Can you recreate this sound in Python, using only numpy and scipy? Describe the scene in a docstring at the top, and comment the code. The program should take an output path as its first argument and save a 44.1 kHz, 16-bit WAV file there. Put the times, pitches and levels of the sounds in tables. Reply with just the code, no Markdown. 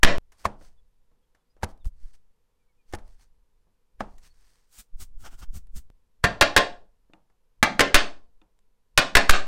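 """Chopping a groove in an oak board, heard from close by in a small workshop.
First a mallet hits the chisel once, and the sound breaks off abruptly. Next the chisel is pushed
through the crunching fibres by hand four times, while a bird chirps faintly outside. Then fingers
sweep the chips away. Last come three bursts of three mallet blows, which make the bench ring,
echo round the room and overload the microphone."""
import sys
import numpy as np
from scipy import signal
from scipy.fft import rfft, irfft, next_fast_len
from scipy.io import wavfile

SR = 44100
rng = np.random.default_rng(int(sys.argv[2]) if len(sys.argv) > 2 else 0)


def wav_record(signal):
    """Record a signal, one row per channel, as 16-bit PCM in the file named by sys.argv[1]."""
    frames = np.transpose(np.atleast_2d(signal))
    bounded = np.clip(frames, -1, 1)
    # unit amplitude maps onto the largest positive 16-bit level
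    quanta = np.round(bounded * 32767).astype(np.int16)
    wavfile.write(sys.argv[1], SR, quanta)


N = 417627
T = np.arange(int(.6 * SR)) / SR  # the clock of one short sound, in seconds
BREAK_S = .183  # the first blow and its echo stop here

# Mallet blows. Each row: start in seconds, level in dB, bounce delay in seconds, bounce in dB above the
# blow, brightness in dB per octave, pressure surge (1 is full scale), surge length in seconds,
# lead-in crackle in dB, ringing in dB above the blow.
BLOWS = [(0.0318, -0.5, 0.013, -5.5, -0.5, 0.8, 0.056, -35, -24.5),
         (6.24, -13, 0.0052, -2, -0.78, 0, .03, -27, -16.5),
         (6.411, -6, 0.011, -6.5, 0.5, -0.1, 0.033, -57.5, -19.5),
         (6.564, -6, .012, -5.5, 0.5, 0.073, 0.045, -50, -18),
         (7.628, -7, 0.0091, -19.5, -0.1, 0.037, 0.015, -72, -23.5),
         (7.794, -10, .012, 3, -0.1, -0.027, 0.027, -33, -22.5),
         (7.944, -3.5, .009, -4, 1.87, 0.57, 0.027, -43, -22),
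         (8.976, -4.5, .010, -9, 1, -0.14, 0.019, -69.5, -25),
         (9.152, -4.5, 0.016, -2, 1, -0.4, 0.034, -58, -23.5),
         (9.295, -2.5, .012, -4, 2, 1.12, 0.037, -19, -24)]
# Cuts by hand. Each row: start in seconds, knock in dB, brightness in dB per octave, clack pitch in Hz,
# clack in dB, splinter delay in seconds, splinter in dB, thump in dB.
CUTS = [(.454, -19.5, 1.5, 1085, -12, .008, -50.5, -26.5),
        (1.632, -24.5, 2, 858, -20.5, 0.0054, -25.5, -23), (2.936, -28.5, 2, 350, -25, 0.013, -35, -30),
        (4.006, -23.5, -1.24, 776, -24.5, 0.0058, -55, -39)]
# The tone of a knock on wood, its echo and a splinter. Each row: frequency in Hz, level in dB.
KNOCK = [(30, -14), (120, 3.5), (300, 6), (700, 2.5), (1200, -1.5), (1800, 1), (2500, -14.5), (3400, -18.5),
         (7000, -20.5), (16000, -47)]
KNOCK_ECHO = [(50, -9), (200, -3.5), (400, -6), (800, -3), (1300, -10.5), (2200, -22), (4000, -30),
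              (15000, -43)]
SPLINTER = [(100, -9), (800, 4.5), (2500, -5), (6000, -8.5), (10000, -6.5), (16000, -25)]


def amp(db):
    """Turn decibels into a gain."""
    return 10 ** (np.asarray(db) / 20)


def unit(x):
    """Scale a sound to an average (rms) level of 1."""
    return x / np.sqrt(np.mean(x ** 2) + 1e-20)


def along(points, hz):
    """Read between rows of frequency and value, on a scale of octaves."""
    f, v = np.transpose(points)
    return np.interp(np.log(hz + 1), np.log(f), v)


def noise(tone, size, tilt=0):
    """Noise with the given tone, brightened by tilt dB per octave."""
    hz = np.fft.rfftfreq(size, 1 / SR)
    gain = amp(along(tone, hz) + tilt * np.log2(np.maximum(hz, 200) / 1000))
    return unit(irfft(rfft(rng.standard_normal(size)) * gain, size))


def crunch(tone, size, grain_db):
    """Noise broken into millisecond grains, as from snapping fibres."""
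    knots = rng.standard_normal(size // 40 + 2)
    grains = np.interp(np.linspace(0, len(knots) - 1, size), np.arange(len(knots)), knots)
    return unit(noise(tone, size) * amp(grain_db * grains))


def fall(fade_s, t=T):
    """Die away by 60 dB within the fade time."""
    return np.exp(-np.log(1000) * t / np.maximum(fade_s, 1e-4))


def rise(seconds):
    """A soft start."""
    return 1 - np.exp(-T / max(seconds, 1e-5))


def swell(length):
    """Pressure peaks mid-stroke and lets go more slowly than it builds."""
    u = (T - T.mean()) / (0.41 * length)
    return 1 / (1 + np.abs(u) ** np.where(u < 0, 3.6, 3.0))


def envelope(start, hold, db, rise_db_per_s, fall_db_per_s):
    """A level in dB that reaches its top at start, holds, then falls away."""
    t = np.arange(N) / SR - start
    return db - rise_db_per_s * np.maximum(-t, 0) - fall_db_per_s * np.maximum(t - hold, 0)


def add(track, s, sound):
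    """Mix a sound into the track at s seconds."""
    i = max(round(s * SR), 0)
    track[i:i + len(sound)] += sound[:max(N - i, 0)]


def ring(notes, scatter_db):
    """The fading notes of a struck object; scatter_db varies their mix from hit to hit."""
    hz, db, fade_s = np.transpose(notes)[:, :, None]
    level, phase = rng.standard_normal((2, len(notes), 1))
    waves = np.sin(2 * np.pi * (hz * T + phase))
    return np.sum(amp(db + scatter_db * level) * fall(fade_s) * waves, axis=0)


def echo(tone, tilt, build_s):
    """Sound bounces round the workshop; the highest notes die first."""
    # The room's decay. Each row: frequency in Hz, fade time in seconds.
    room_fades = [(100, 0.48), (260, 0.33), (700, 0.35), (1800, 0.25), (4800, 0.27), (9000, 0.27),
                  (14000, 0.051)]
    hz, t, bands = signal.stft(noise(tone, len(T), tilt), SR, nperseg=256)
    faded = bands * fall(along(room_fades, hz)[:, None], t)
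    return signal.istft(faded, SR, nperseg=256)[1][:len(T)] * rise(build_s)


def still_air():
    """The steady hush of the workshop."""
    # Each row: frequency in Hz, level in dB.
    hush_tone = [(59, -34), (100, -0.5), (135, -7.5), (193, -5.5), (350, -13), (492, -5), (570, -15),
                 (721, -17.5), (950, -12.5), (1130, -17.5), (2080, -22), (13500, -27.5), (16000, -42)]
    return amp(-81.5) * noise(hush_tone, N)


def bird():
    """Short gliding whistles, barely heard through the walls."""
    # Each row: start and length in seconds, first and last pitch in Hz, level in dB.
    chirps = [(0.766, 0.047, 3520, 3340, -76), (1.22, 0.039, 3390, 3180, -84.5),
              (1.389, 0.044, 3600, 3330, -89.5), (1.486, .05, 4850, 5000, -79),
              (1.79, 0.059, 3870, 3300, -75), (2.587, 0.063, 2480, 2230, -85.5),
              (2.672, 0.058, 2330, 2130, -82), (2.77, 0.07, 2520, 2340, -78), (4.294, .04, 4500, 4300, -70)]
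    out = np.zeros(N)
    for s, length, start_hz, end_hz, db in chirps:
        hz = np.linspace(start_hz, end_hz, int(length * SR))
        add(out, s, amp(db) * np.hanning(len(hz)) * np.sin(2 * np.pi * np.cumsum(hz) / SR))
    return out


def handling():
    """A low rumble grows as cuts and blows shake the bench and a passing hand stirs the air."""
    # Each row: frequency in Hz, level in dB.
    rumble_tone = [(8, 10.5), (25, 2.5), (50, -8), (100, -23), (200, -35.5), (600, -57), (3000, -100)]
    # A hand passes the microphone. Each row: start and length in seconds, level in dB.
    passes = [(1.87, .15, -45), (4.97, 0.81, -44)]
    # Air pushed ahead of the hand. Each row: middle in seconds, level in dB.
    puffs = [(2.05, -26.5), (4.952, -25.5), (5.169, -28), (5.498, -20.5), (5.752, -27)]
    jolts = [(cut[0], -40) for cut in CUTS] + [(blow[0], -44.5) for blow in BLOWS]
    stirs = [envelope(s, 0, db, rise_db_per_s=349.5, fall_db_per_s=49) for s, db in jolts]
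    stirs += [envelope(*row, rise_db_per_s=288, fall_db_per_s=91.5) for row in passes]
    resting_db, puff_width_s = -69.5, .016
    out = (amp(np.max(stirs, axis=0)) + amp(resting_db)) * noise(rumble_tone, N)
    for s, db in puffs:
        add(out, s - T.mean(), amp(db) / (1 + ((T - T.mean()) / puff_width_s) ** 2) ** 2)
    u = (T - T.mean()) / 0.005
    thud = u / (1 + u ** 2) * np.exp(-(u / 5) ** 2)
    add(out, 1.869 - T.mean(), amp(-17) * thud)  # a chip is flicked away
    add(out, 5.902, amp(-45.5) * fall(.06))  # one faint, dull click
    return out


def scrapes():
    """The steel blade drags over the oak fibres with a fine grit."""
    # Each row: middle and rough length in seconds, level in dB.
    strokes = [(0.413, 0.064, -62.5), (0.647, 0.1, -65.5), (1.70, .05, -67), (2.064, 0.18, -73.5),
               (2.147, 0.03, -67), (2.91, 0.067, -71.5), (3.106, 0.14, -74.5), (3.221, 0.065, -68.5),
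               (4.129, 0.14, -76.5), (4.254, 0.066, -61.5), (4.484, 0.34, -72)]
    # Steel on oak, with the blade's own ringing. Each row: frequency in Hz, level in dB.
    blade_tone = [(150, -3), (600, -4), (1000, -2), (1250, -2.5), (1700, 0), (2500, -5), (3900, -5.5),
                  (4450, 0), (5200, -2), (6300, -1.5), (7200, -5.5), (8500, -2), (10500, -10.5),
                  (15500, -15)]
    out = np.zeros(N)
    for s, length, db in strokes:
        add(out, s - T.mean(), amp(db) * swell(length) * crunch(blade_tone, len(T), grain_db=3))
    return out


def ticks():
    """Loose, dry chips break with a very short crack."""
    # Each row: start in seconds, level in dB.
    snaps = [(1.776, -66), (1.846, -54), (1.855, -48), (2.926, -46), (2.987, -63), (3.078, -62),
             (3.197, -65), (5.67, -63), (8.59, -66)]
    out = np.zeros(N)
    t = T[:SR // 20]
    for s, db in snaps:
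        add(out, s, amp(db) * noise(SPLINTER, len(t), tilt=0.76) * fall(0.016, t))
    return out


def sweeps():
    """Fingers and chips slide over the grain: a fine hiss, a woody rub and a soft fingertip bump."""
    # Each row: middle and rough length in seconds, then hiss, rub and bump in dB.
    strokes = [(1.868, 0.031, -60, -78, -37), (4.757, 0.076, -57.5, -72, -81),
               (4.798, 0.037, -47, -64, -51.5), (5.019, 0.041, -45.5, -58, -45),
               (5.221, 0.053, -61, -70.5, -49), (5.263, 0.042, -56.5, -47, -67),
               (5.333, 0.051, -63, -61, -53), (5.399, 0.035, -57.5, -63, -62),
               (5.431, 0.031, -58.5, -52, -45), (5.563, 0.046, -51, -62.5, -38),
               (5.775, 0.04, -49, -66, -38)]
    # The tone of each part. Each row: frequency in Hz, level in dB.
    hiss_tone = [(200, -22), (1500, -5), (4000, 0), (8500, 6.5), (10500, -1), (15500, 0)]
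    rub_tone = [(100, -4), (350, 0), (480, -12), (700, 0.5), (1100, -2.5), (1420, 4), (1750, -7),
                (2400, -10.5), (3200, -4.5), (3900, -15), (5500, -7.5), (15000, -32)]
    bump_tone = [(30, 10.5), (80, 5), (130, -9.5), (210, -6.5), (300, -20.5), (600, -34), (3000, -73)]
    out = np.zeros(N)
    for s, length, hiss_db, rub_db, bump_db in strokes:
        hiss = amp(hiss_db) * crunch(hiss_tone, len(T), grain_db=2)
        rub = amp(rub_db) * crunch(rub_tone, len(T), grain_db=1.5)
        bump = amp(bump_db) * noise(bump_tone, len(T))
        add(out, s - T.mean(), swell(length) * (hiss + rub + bump))
    return out


def taps():
    """The edge touches the board with a tick; set down upright, the chisel also rings briefly."""
    # Each row: start in seconds, relative level in dB, relative treble in dB.
    touches = [(0.32, -46, 1), (0.611, -42.5, -16), (1.114, -56, -23), (1.348, -54.5, -5),
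               (1.566, -53, -14), (2.986, -43.5, -7), (3.669, -56.5, -26.5), (4.181, -49, 5),
               (7.098, -49, -27), (7.299, -60, -10)]
    # The chisel is set in the groove. Each row: start in seconds, level in dB.
    placings = [(7.135, -50.5), (8.416, -58)]
    # Its ringing. Each row: pitch in Hz, level in dB, fade time in seconds.
    chisel_notes = [(194.4, -9.5, 0.25), (314, 0.5, 0.12), (587, -24, 0.096), (900, -5.5, 0.15),
                    (1210, -11, 0.089), (2480, 4, 0.013), (2816, -4, 0.027), (3605, 3, 0.017)]
    out = np.zeros(N)
    for s, db, treble_db in touches:
        tilt = 0.46 * (treble_db + 13.5)
        tick = noise(KNOCK, len(T), tilt) * fall(0.043) * rise(0.00034)
        room = amp(-10) * echo(KNOCK_ECHO, tilt, build_s=0.0018)
        add(out, s, amp(db - 9) * (tick + room))
    for s, db in placings:
        tick = noise(KNOCK, len(T), tilt=0.9) * fall(0.021)
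        room = amp(-12.5) * echo(KNOCK_ECHO, 0, build_s=0.004)
        ringing = amp(-3.5) * ring(chisel_notes, scatter_db=1.5)
        add(out, s, amp(db) * (tick + room + ringing) * rise(0.00013))
    return out


def lead_in(grow_s):
    """A faint crackle swells for 1/40 of a second just before a cut or blow."""
    # Each row: frequency in Hz, level in dB.
    crackle_tone = [(100, -6.5), (700, 2.5), (1700, 5), (4000, -9.5), (9000, -12.5), (16000, -19.5)]
    size = SR // 40
    return crunch(crackle_tone, size, grain_db=4) * fall(grow_s)[:size][::-1]


def hand_cuts():
    """The edge crunches through, knocks on the groove floor, splits off a chip and jolts the bench."""
    # The board's ringing. Each row: pitch in Hz, level in dB, fade time in seconds.
    board_notes = [(207.1, 11.5, 0.21), (487, 2, 0.16), (645, 0.5, 0.25), (696, -14, 0.49),
                   (760, -13.5, 0.18), (845, 11.5, 0.11), (1090, -24, 0.13), (1230, -14, .14)]
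    out = np.zeros(N)
    for s, db, tilt, clack_hz, clack_db, delay, splinter_db, thump_db in CUTS:
        knock = noise(KNOCK, len(T), tilt) * fall(0.041) * rise(0.00013)
        board = amp(-27) * ring(board_notes, scatter_db=0) * rise(0.00081)
        room = amp(-19.5) * echo(KNOCK_ECHO, 0, build_s=0.0014)
        clack = amp(clack_db) * np.sin(2 * np.pi * clack_hz * T) * fall(0.026)  # each spot has its pitch
        thump = amp(thump_db) * np.sin(2 * np.pi * 85 * T) * fall(0.099)
        add(out, s, amp(db) * (knock + board + room) + clack + thump)
        add(out, s - 1 / 40, amp(db - 18.5 + 2.2 * tilt) * lead_in(grow_s=0.03))
        splinter = crunch(SPLINTER, len(T), grain_db=7.5) * fall(0.023) * rise(0.00046)
        add(out, s + delay, amp(splinter_db) * splinter)
    return out


def mallet():
    """Each blow cracks, rings the bench and fills the room, then lands again as the chisel bounces."""
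    # Chisel, board and bench ring together. Each row: pitch in Hz, level in dB, fade time in seconds.
    struck_notes = [(106, -9, 0.1), (192.4, -3, 0.18), (277, -4, 0.16), (335, -8, .13), (440, -1.5, 0.059),
                    (577.5, -1.5, 0.11), (707, -9, 0.32), (832, -3, .09), (1053, 1.5, 0.11),
                    (1160, 3, 0.046), (1398, -4.5, 0.16), (1497, 3.5, 0.069), (1608, 4, .1),
                    (1793, 7.5, 0.099), (1810, 3, .09), (2080, -6.5, .08), (2430, 0.5, 0.063),
                    (2724, 1, 0.074), (2670, -2.5, 0.053), (2870, -9, 0.13), (3700, -7.5, 0.024),
                    (3800, -7, 0.083), (3900, -9, .08), (4520, -6, 0.055), (4650, -10, .09),
                    (5400, -12.5, 0.058), (6140, -9.5, 0.056), (6200, -15.5, 0.024)]
    # The tone of the hit and of the room's answer. Each row: frequency in Hz, level in dB.
    crack_tone = [(40, -2.5), (150, -4.5), (400, -3.5), (900, -6.5), (1750, 0), (2700, -7), (4000, -10),
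                  (7000, -16.5), (10000, -21.5), (16000, -34)]
    echo_tone = [(60, -5.5), (140, -2), (220, 3), (400, 3), (650, 8), (950, 2), (1700, 1), (2500, 2),
                 (4500, 1.5), (8500, -7.5), (10500, -16.5), (16000, -8.5)]
    out = np.zeros(N)
    for s, db, delay, bounce_db, tilt, surge, surge_s, lead_in_db, ring_db in BLOWS:
        blow = np.zeros(N)
        notes = [(hz, level + tilt * np.log2(hz / 1000), fade_s) for hz, level, fade_s in struck_notes]
        for at, level in ((s, db), (s + delay, db + bounce_db)):
            crack = noise(crack_tone, len(T), tilt) * fall(0.044) * rise(0.000051)
            contact = crack + amp(ring_db) * ring(notes, scatter_db=3.5) * rise(.0006)
            walls = echo(echo_tone, tilt * 0.28, build_s=.003)
            room = signal.fftconvolve(contact, walls / np.linalg.norm(walls))
            add(blow, at, amp(level) * contact)
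            add(blow, at, amp(level - 11.5) * room)
        add(blow, s - 1 / 40, amp(lead_in_db) * lead_in(grow_s=0.013))
        # The jolt pushes the microphone off centre; a big one chokes it for a moment.
        push = rise(.006) * np.exp(-(T / surge_s) ** 2)
        add(blow, s, surge * push)
        if s < BREAK_S:
            blow *= np.arange(N) < BREAK_S * SR
        out += blow
    return out


def scene():
    """All the work at the bench over the still air of the shop, in one channel."""
    work = mallet() + hand_cuts() + taps() + ticks() + scrapes() + sweeps() + handling()
    return (work + bird() + still_air())[None]


def record(dry):
    """The microphone overloads on the blows and drifts back to centre; the highest treble is cut."""
    ceiling, hardness, drift_hz, top_hz = .48, 4.0, 2.0, 16400
    clipped = dry / (1 + np.abs(dry / ceiling) ** hardness) ** (1 / hardness)
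    b, a = signal.butter(1, drift_hz, "high", fs=SR)
    parts = np.hsplit(clipped, [round(BREAK_S * SR)])  # the drift also stops at the break
    centred = np.hstack([signal.lfilter(b, a, part) for part in parts])
    size = next_fast_len(N + SR)
    hz = np.fft.rfftfreq(size, 1 / SR)
    colour = amp(along([(3000, 2.5), (8000, 1.0), (15000, 1.3)], hz))
    treble_cut = np.sin(np.pi / 2 * np.clip((top_hz - hz) / 1000, 0, 1)) ** 2
    return irfft(rfft(centred, size) * colour * treble_cut, size)[:, :N]


dry = scene()
out = record(dry)
wav_record(out)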